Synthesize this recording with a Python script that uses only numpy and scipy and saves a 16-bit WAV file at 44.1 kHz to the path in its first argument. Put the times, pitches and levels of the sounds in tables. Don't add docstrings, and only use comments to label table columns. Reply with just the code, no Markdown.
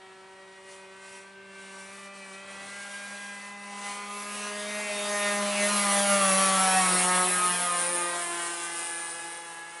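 import sys
import numpy as np
from scipy import signal
from scipy.fft import rfft, irfft, next_fast_len
from scipy.io import wavfile
from scipy.ndimage import uniform_filter1d, map_coordinates

SR = 44100
rng = np.random.default_rng(int(sys.argv[2]) if len(sys.argv) > 2 else 0)


def wav_out(sig):
    wavfile.write(sys.argv[1], SR, np.round(np.clip(np.atleast_2d(sig).T, -1, 1) * 32767).astype(np.int16))


N = 432166


def aircraft():
    # t/s, half-length/s, bark/dB, treble/dB
    surges = [(0.256, 0.75, 0, -6), (0.735, 0.062, 2.5, 8), (0.898, 0.085, 0, -2.5), (1.134, .11, 1.5, 5),
              (1.404, 0.14, -3, -11), (1.75, 0.4, 1.5, 2), (2.11, 0.034, -0.5, -8), (2.343, 0.017, 1, 3),
              (2.437, 0.044, 0, -5.5), (2.937, 0.34, 3, 2), (3.56, 0.2, -1.5, -5.5),
              (3.875, 0.078, 2.5, 3.5), (4.048, 0.098, 0, -2.5), (4.403, 0.12, -0.5, 3),
              (4.552, 0.04, 0, -2), (5.096, 0.091, 1.5, 0.5), (5.25, 0.21, 2, 1.5), (5.719, 0.3, 1, 2.5),
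              (6.989, 0.094, -1.5, 2), (7.17, 0.023, 0, 1.5), (7.257, .04, 0, -0.5), (8.85, 0.5, -1, 3),
              (9.615, 0.33, -1.5, -2.5)]
    turns = crank(flutter=0.00107, hunt=0.000988)
    surge_db = sum(db * swell(s, half_s) for s, half_s, db, _ in surges)
    flicker = 1.26 * amp(flyby_db(0, falloff=-0.2, behind_db=-2)) * wobble(17)
    treble_db = sum(db * swell(s, half_s) for s, half_s, _, db in surges) + 0.59 * flicker
    bark_db = flyby_db(-26, falloff=1.72, behind_db=0) + surge_db + 0.17 * flicker
    bark = amp(bark_db) * exhaust_bark(turns)
    wash = propeller_wash(turns, surge_db, treble_db)
    rasp = gas_rasp(turns, bark_db, treble_db)
    sizzle = metal_sizzle(turns, treble_db)
    return bark + wash + rasp + sizzle + drone(turns)


def crank(flutter, hunt):
    # t/s, f/Hz
    firing = [(0.0, 189.9), (0.93, 191.4), (1.31, 194.4), (1.85, 193.5), (1.94, 196.6), (2.16, 197.2),
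              (2.32, 192.7), (2.4, 195.6), (2.59, 196.2), (2.78, 200.3), (3.3, 202), (3.85, 202.3),
              (4.83, 208.5), (4.97, 205), (5.1, 205.4), (5.59, 203.4), (5.73, 205.3), (5.92, 199.5),
              (6.06, 200.7), (6.17, 198.5), (6.33, 190), (6.41, 193), (6.79, 186.8), (6.88, 183.0),
              (7.01, 181.6), (7.2, 182.1), (7.69, 176.2), (8.95, 169.4), (9.11, 168.3), (9.44, 169.3),
              (9.55, 167.1), (9.8, 170)]
    rate_hz = curve(firing) * (1 + flutter * wobble(70) + hunt * wobble(11))
    return np.cumsum(rate_hz) / SR


def exhaust_bark(turns, smear_rad=0.2, fade_db=1.89, rolloff_db_per_order=2.16):
    # order, level/dB
    flank = [(3, -3), (4, -7), (5, -4), (6, -6), (7, -5), (8, -3), (9, -8), (10, 0), (11, -5), (12, -3),
             (13, -4), (14, -12), (15, -10), (16, -12)]
    nose = [(3, 0), (4, -7), (5, -5), (6, -5), (7, -11), (8, -11), (9, -5), (10, -5), (11, -6), (12, -10),
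            (13, -10), (14, -11), (15, -12), (16, -14)]
    belly = [(3, -3), (4, -1), (5, -4), (6, 0), (7, -2), (8, -5), (9, -4), (10, -6), (11, -6), (12, -8),
             (13, -10), (14, -11), (15, -11), (16, -11)]
    tail = [(3, -9), (4, -4), (5, -1), (6, 0), (7, -6), (8, -8), (9, 0), (10, 0), (11, -7), (12, -5),
            (13, -8), (14, -7), (15, -12), (16, -8)]
    # t/s, side (<=0 flank, 1 nose, 2 belly, 3 tail)
    aspect = [(0, 2.5), (1.3, -0.5), (3.9, -1.5), (4.1, .5), (5.5, 0.5), (6.3, 2.5), (7.8, 2.5), (8.7, 3)]
    facing = curve(aspect)
    sides = np.array([flank, nose, belly, tail])
    note = np.zeros(N)
    for order in range(3, 25):
        side_db = [np.interp(order, *side.T) for side in sides]
        db = np.interp(facing, np.arange(len(sides)), side_db) + lobe_db(order)
        db -= rolloff_db_per_order * max(order - 16, 0)
        db += fade_db * wobble(22)
        muffler_lag_rad = smear_rad * order ** 2
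        note += amp(db) * np.cos(2 * np.pi * order * turns - muffler_lag_rad)
    note = over_ground(note, bounce=0.63)
    return note / envelope(note)


def propeller_wash(turns, surge_db, treble_db):
    # f/Hz, density/dB
    spectrum = [(30, -57), (70, -39), (120, -18.5), (200, -10.5), (300, -7.5), (600, -2), (1000, 1.5),
                (1500, -1), (2200, -1), (3000, -10), (4500, -7), (8000, -51)]
    wash = bursts(turns, spectrum, repeat=0.16, memory_turns=3.2, decay_turns=0.95, floor=1, scatter_db=1)
    db = flyby_db(-32, falloff=1.71, behind_db=-0.16) + 0.24 * surge_db + 0.48 * treble_db
    return amp(db) * over_ground(wash, bounce=0.46)


def gas_rasp(turns, bark_db, treble_db):
    # f/Hz, density/dB
    spectrum = [(1500, -22.5), (2600, 2.5), (3300, 0), (4200, -0.5), (5100, -2), (5650, 3.5), (6300, -1),
                (7200, 1.5), (8000, 3.5), (9500, 4), (13000, -51)]
    rasp = bursts(turns, spectrum, repeat=0.51, memory_turns=10.9, decay_turns=1,
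                  floor=0.69, scatter_db=0.5)
    hiss = coloured(rng.standard_normal(N), spectrum)
    clarity = np.clip(1 + (bark_db + 28.5) / 34, 0.1, 1)
    rasp = np.sqrt(clarity) * rasp + np.sqrt(1 - clarity) * hiss
    db = flyby_db(-31, falloff=1.8, behind_db=-0.86) + treble_db
    return amp(db) * over_ground(rasp, bounce=0.4)


def metal_sizzle(turns, treble_db):
    # f/Hz, density/dB
    spectrum = [(5000, -69), (7500, -38), (8800, -9), (9200, 2), (9550, -5), (9900, 0.5), (10150, 6),
                (10700, -1), (11200, 0.5), (11800, -2.5), (13000, -3)]
    sizzle = bursts(turns, spectrum, repeat=0.8, memory_turns=24, decay_turns=0.091,
                    floor=0.22, scatter_db=1)
    db = flyby_db(-23.5, falloff=2.55, behind_db=3.9) + 1.46 * treble_db
    return amp(db) * over_ground(sizzle, bounce=0.1)


def drone(turns):
    # t/s, level/dB
    hum_levels = [(0.0, -71), (2.1, -54.5), (2.37, -56.5), (4.77, -46.5), (4.8, -50), (4.86, -44),
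                  (4.91, -49), (5.37, -38.5), (5.73, -34), (7.04, -36), (8.49, -62), (9.69, -68),
                  (9.8, -71)]
    hum = amp(curve(hum_levels) + 1.17 * wobble(16)) * np.sin(2 * np.pi * turns)
    blade_db = flyby_db(-47.5, falloff=0.55, behind_db=0.5) + lobe_db(2) + 1.85 * wobble(18)
    blades = amp(blade_db) * np.sin(2 * np.pi * 2 * turns)
    return np.sqrt(2) * (hum + over_ground(blades, bounce=0.76))


def bursts(turns, spectrum, repeat, memory_turns, decay_turns, floor, scatter_db):
    count, turn_samples = 2048, 232
    fresh, kept = rng.standard_normal((2, count, turn_samples))
    pole = np.exp(-1 / memory_turns)
    kept = unit(signal.lfilter([1], [1, -2 * pole, pole ** 2], kept, axis=0))
    gate = floor + np.exp(-np.arange(turn_samples) / turn_samples / decay_turns)
    sizes = amp(scatter_db * rng.standard_normal((count, 1)))
    train = (np.sqrt(repeat) * kept + np.sqrt(1 - repeat) * fresh) * gate * sizes
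    train = coloured(train.ravel(), spectrum)
    return unit(map_coordinates(train, [turns * turn_samples], order=3, mode="wrap"))


def lobe_db(order):
    # t/s, order, gain/dB, half-length/s
    lobes = [(.5, 4, 6.5, .9), (.5, 10, 6.5, 0.21), (1.517, 8, 9.5, 0.33), (1.55, 14, 11.5, .3),
             (2.1, 6, 8.5, 0.11), (2.95, 8, 11, 0.59), (3.3, 10, 9.5, .35), (3.704, 4, 8, 0.58),
             (3.883, 5, 8, 0.66), (4.094, 6, 8, 0.34), (4.545, 3, 8, 0.67), (4.597, 2, 2.5, 0.66),
             (5.048, 18, 15.5, 0.44), (5.202, 9, 8, .3), (5.552, 20, 9, 0.26), (6.2, 3, 9.5, 0.54),
             (6.4, 6, 8, 0.49), (6.76, 4, 10, 0.23), (7.307, 2, 5.5, 1), (7.365, 7, 11, 0.94),
             (8.05, 3, 10, 0.28), (9.148, 10, 3, .55), (9.8, 2, -8.5, .7)]
    return sum(db * swell(s, half_s) for s, k, db, half_s in lobes if round(k) == order)


def flyby_db(closest_db, falloff, behind_db):
    pass_s, closest_m, speed_m_per_s = 6.577, 27.86, 26.12
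    along_m = speed_m_per_s * (np.arange(N) / SR - pass_s)
    distance_m = np.hypot(along_m, closest_m)
    return closest_db - falloff * 20 * np.log10(distance_m / closest_m) + behind_db * along_m / distance_m


def over_ground(x, bounce):
    # t/s, delay/ms
    ground_lag = [(0, 3.08), (2, 3.42), (3, 3.67), (4.4, 4.13), (4.8, 4.35), (5.2, 4.79), (5.6, 5.33),
                  (6, 6.19), (6.25, 6.65), (6.5, 6.81), (6.75, 6.56), (7, 5.93), (7.6, 4.29), (8, 3.34),
                  (8.4, 2.72), (8.8, 2.43), (9.8, 2.31)]
    lag_samples = curve(ground_lag) * SR / 1000
    echo = map_coordinates(x, [np.arange(N) - lag_samples], order=3)
    return (x + bounce * echo) / np.hypot(1, bounce)


def field_scatter(plane):
    # f/Hz, density/dB
    spectrum = [(70, -17), (170, -8.5), (400, 0), (1000, 5), (2000, -2.5), (4500, -7), (7000, -21),
                (11000, -14.5)]
    hush = coloured(rng.standard_normal(N), spectrum) * (amp(-26) * envelope(plane) + amp(-69.5))
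    return np.array([hush, -hush])


def wind(level_db=-58):
    # f/Hz, density/dB
    spectrum = [(20, -32), (60, -11), (120, -6), (300, -8), (1000, -2), (3000, -8.5), (11000, -25)]
    # t/s, half-length/s, gain/dB
    bumps = [(2.592, 0.18, 9), (9.2, .05, 6)]
    mid, side = coloured(rng.standard_normal((2, N)), spectrum)
    bump_db = sum(db * swell(s, half_s) for s, half_s, db in bumps)
    return amp(level_db + bump_db + 0.53 * wobble(8.2)) * (mid + 0.16 * np.array([side, -side]))


def amp(db):
    return 10 ** (np.asarray(db) / 20)


def unit(x):
    return x / np.sqrt(np.mean(x ** 2) + 1e-20)


def envelope(x):
    return np.sqrt(np.abs(uniform_filter1d(x ** 2, SR // 2)) + 1e-20)


def curve(rows):
    return np.interp(np.arange(N) / SR, *np.transpose(rows))


def swell(centre_s, half_s):
    return np.exp(-((np.arange(N) / SR - centre_s) / half_s) ** 2)


def wobble(rate_hz):
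    knots = rng.standard_normal(int(N * rate_hz / SR) + 4)
    coarse = np.arange(0, N + 64, 64)
    return np.interp(np.arange(N), coarse, map_coordinates(knots, [coarse * rate_hz / SR]))


def filtered(x, response):
    size = x.shape[-1]
    padded = next_fast_len(size + SR // 4)
    return irfft(rfft(x, padded) * response(np.fft.rfftfreq(padded, 1 / SR)), padded)[..., :size]


def coloured(x, spectrum):
    knot_hz, db = np.transpose(spectrum)
    return unit(filtered(x, lambda hz: amp(np.interp(np.log(hz + 1), np.log(knot_hz), db))))


def scene():
    plane = aircraft()
    return plane * amp([[0.12], [-0.12]]) + field_scatter(plane) + wind()


def record(dry):
    cutoff_hz = 11080
    return filtered(dry, lambda hz: hz < cutoff_hz)


dry = scene()
out = record(dry)
wav_out(out)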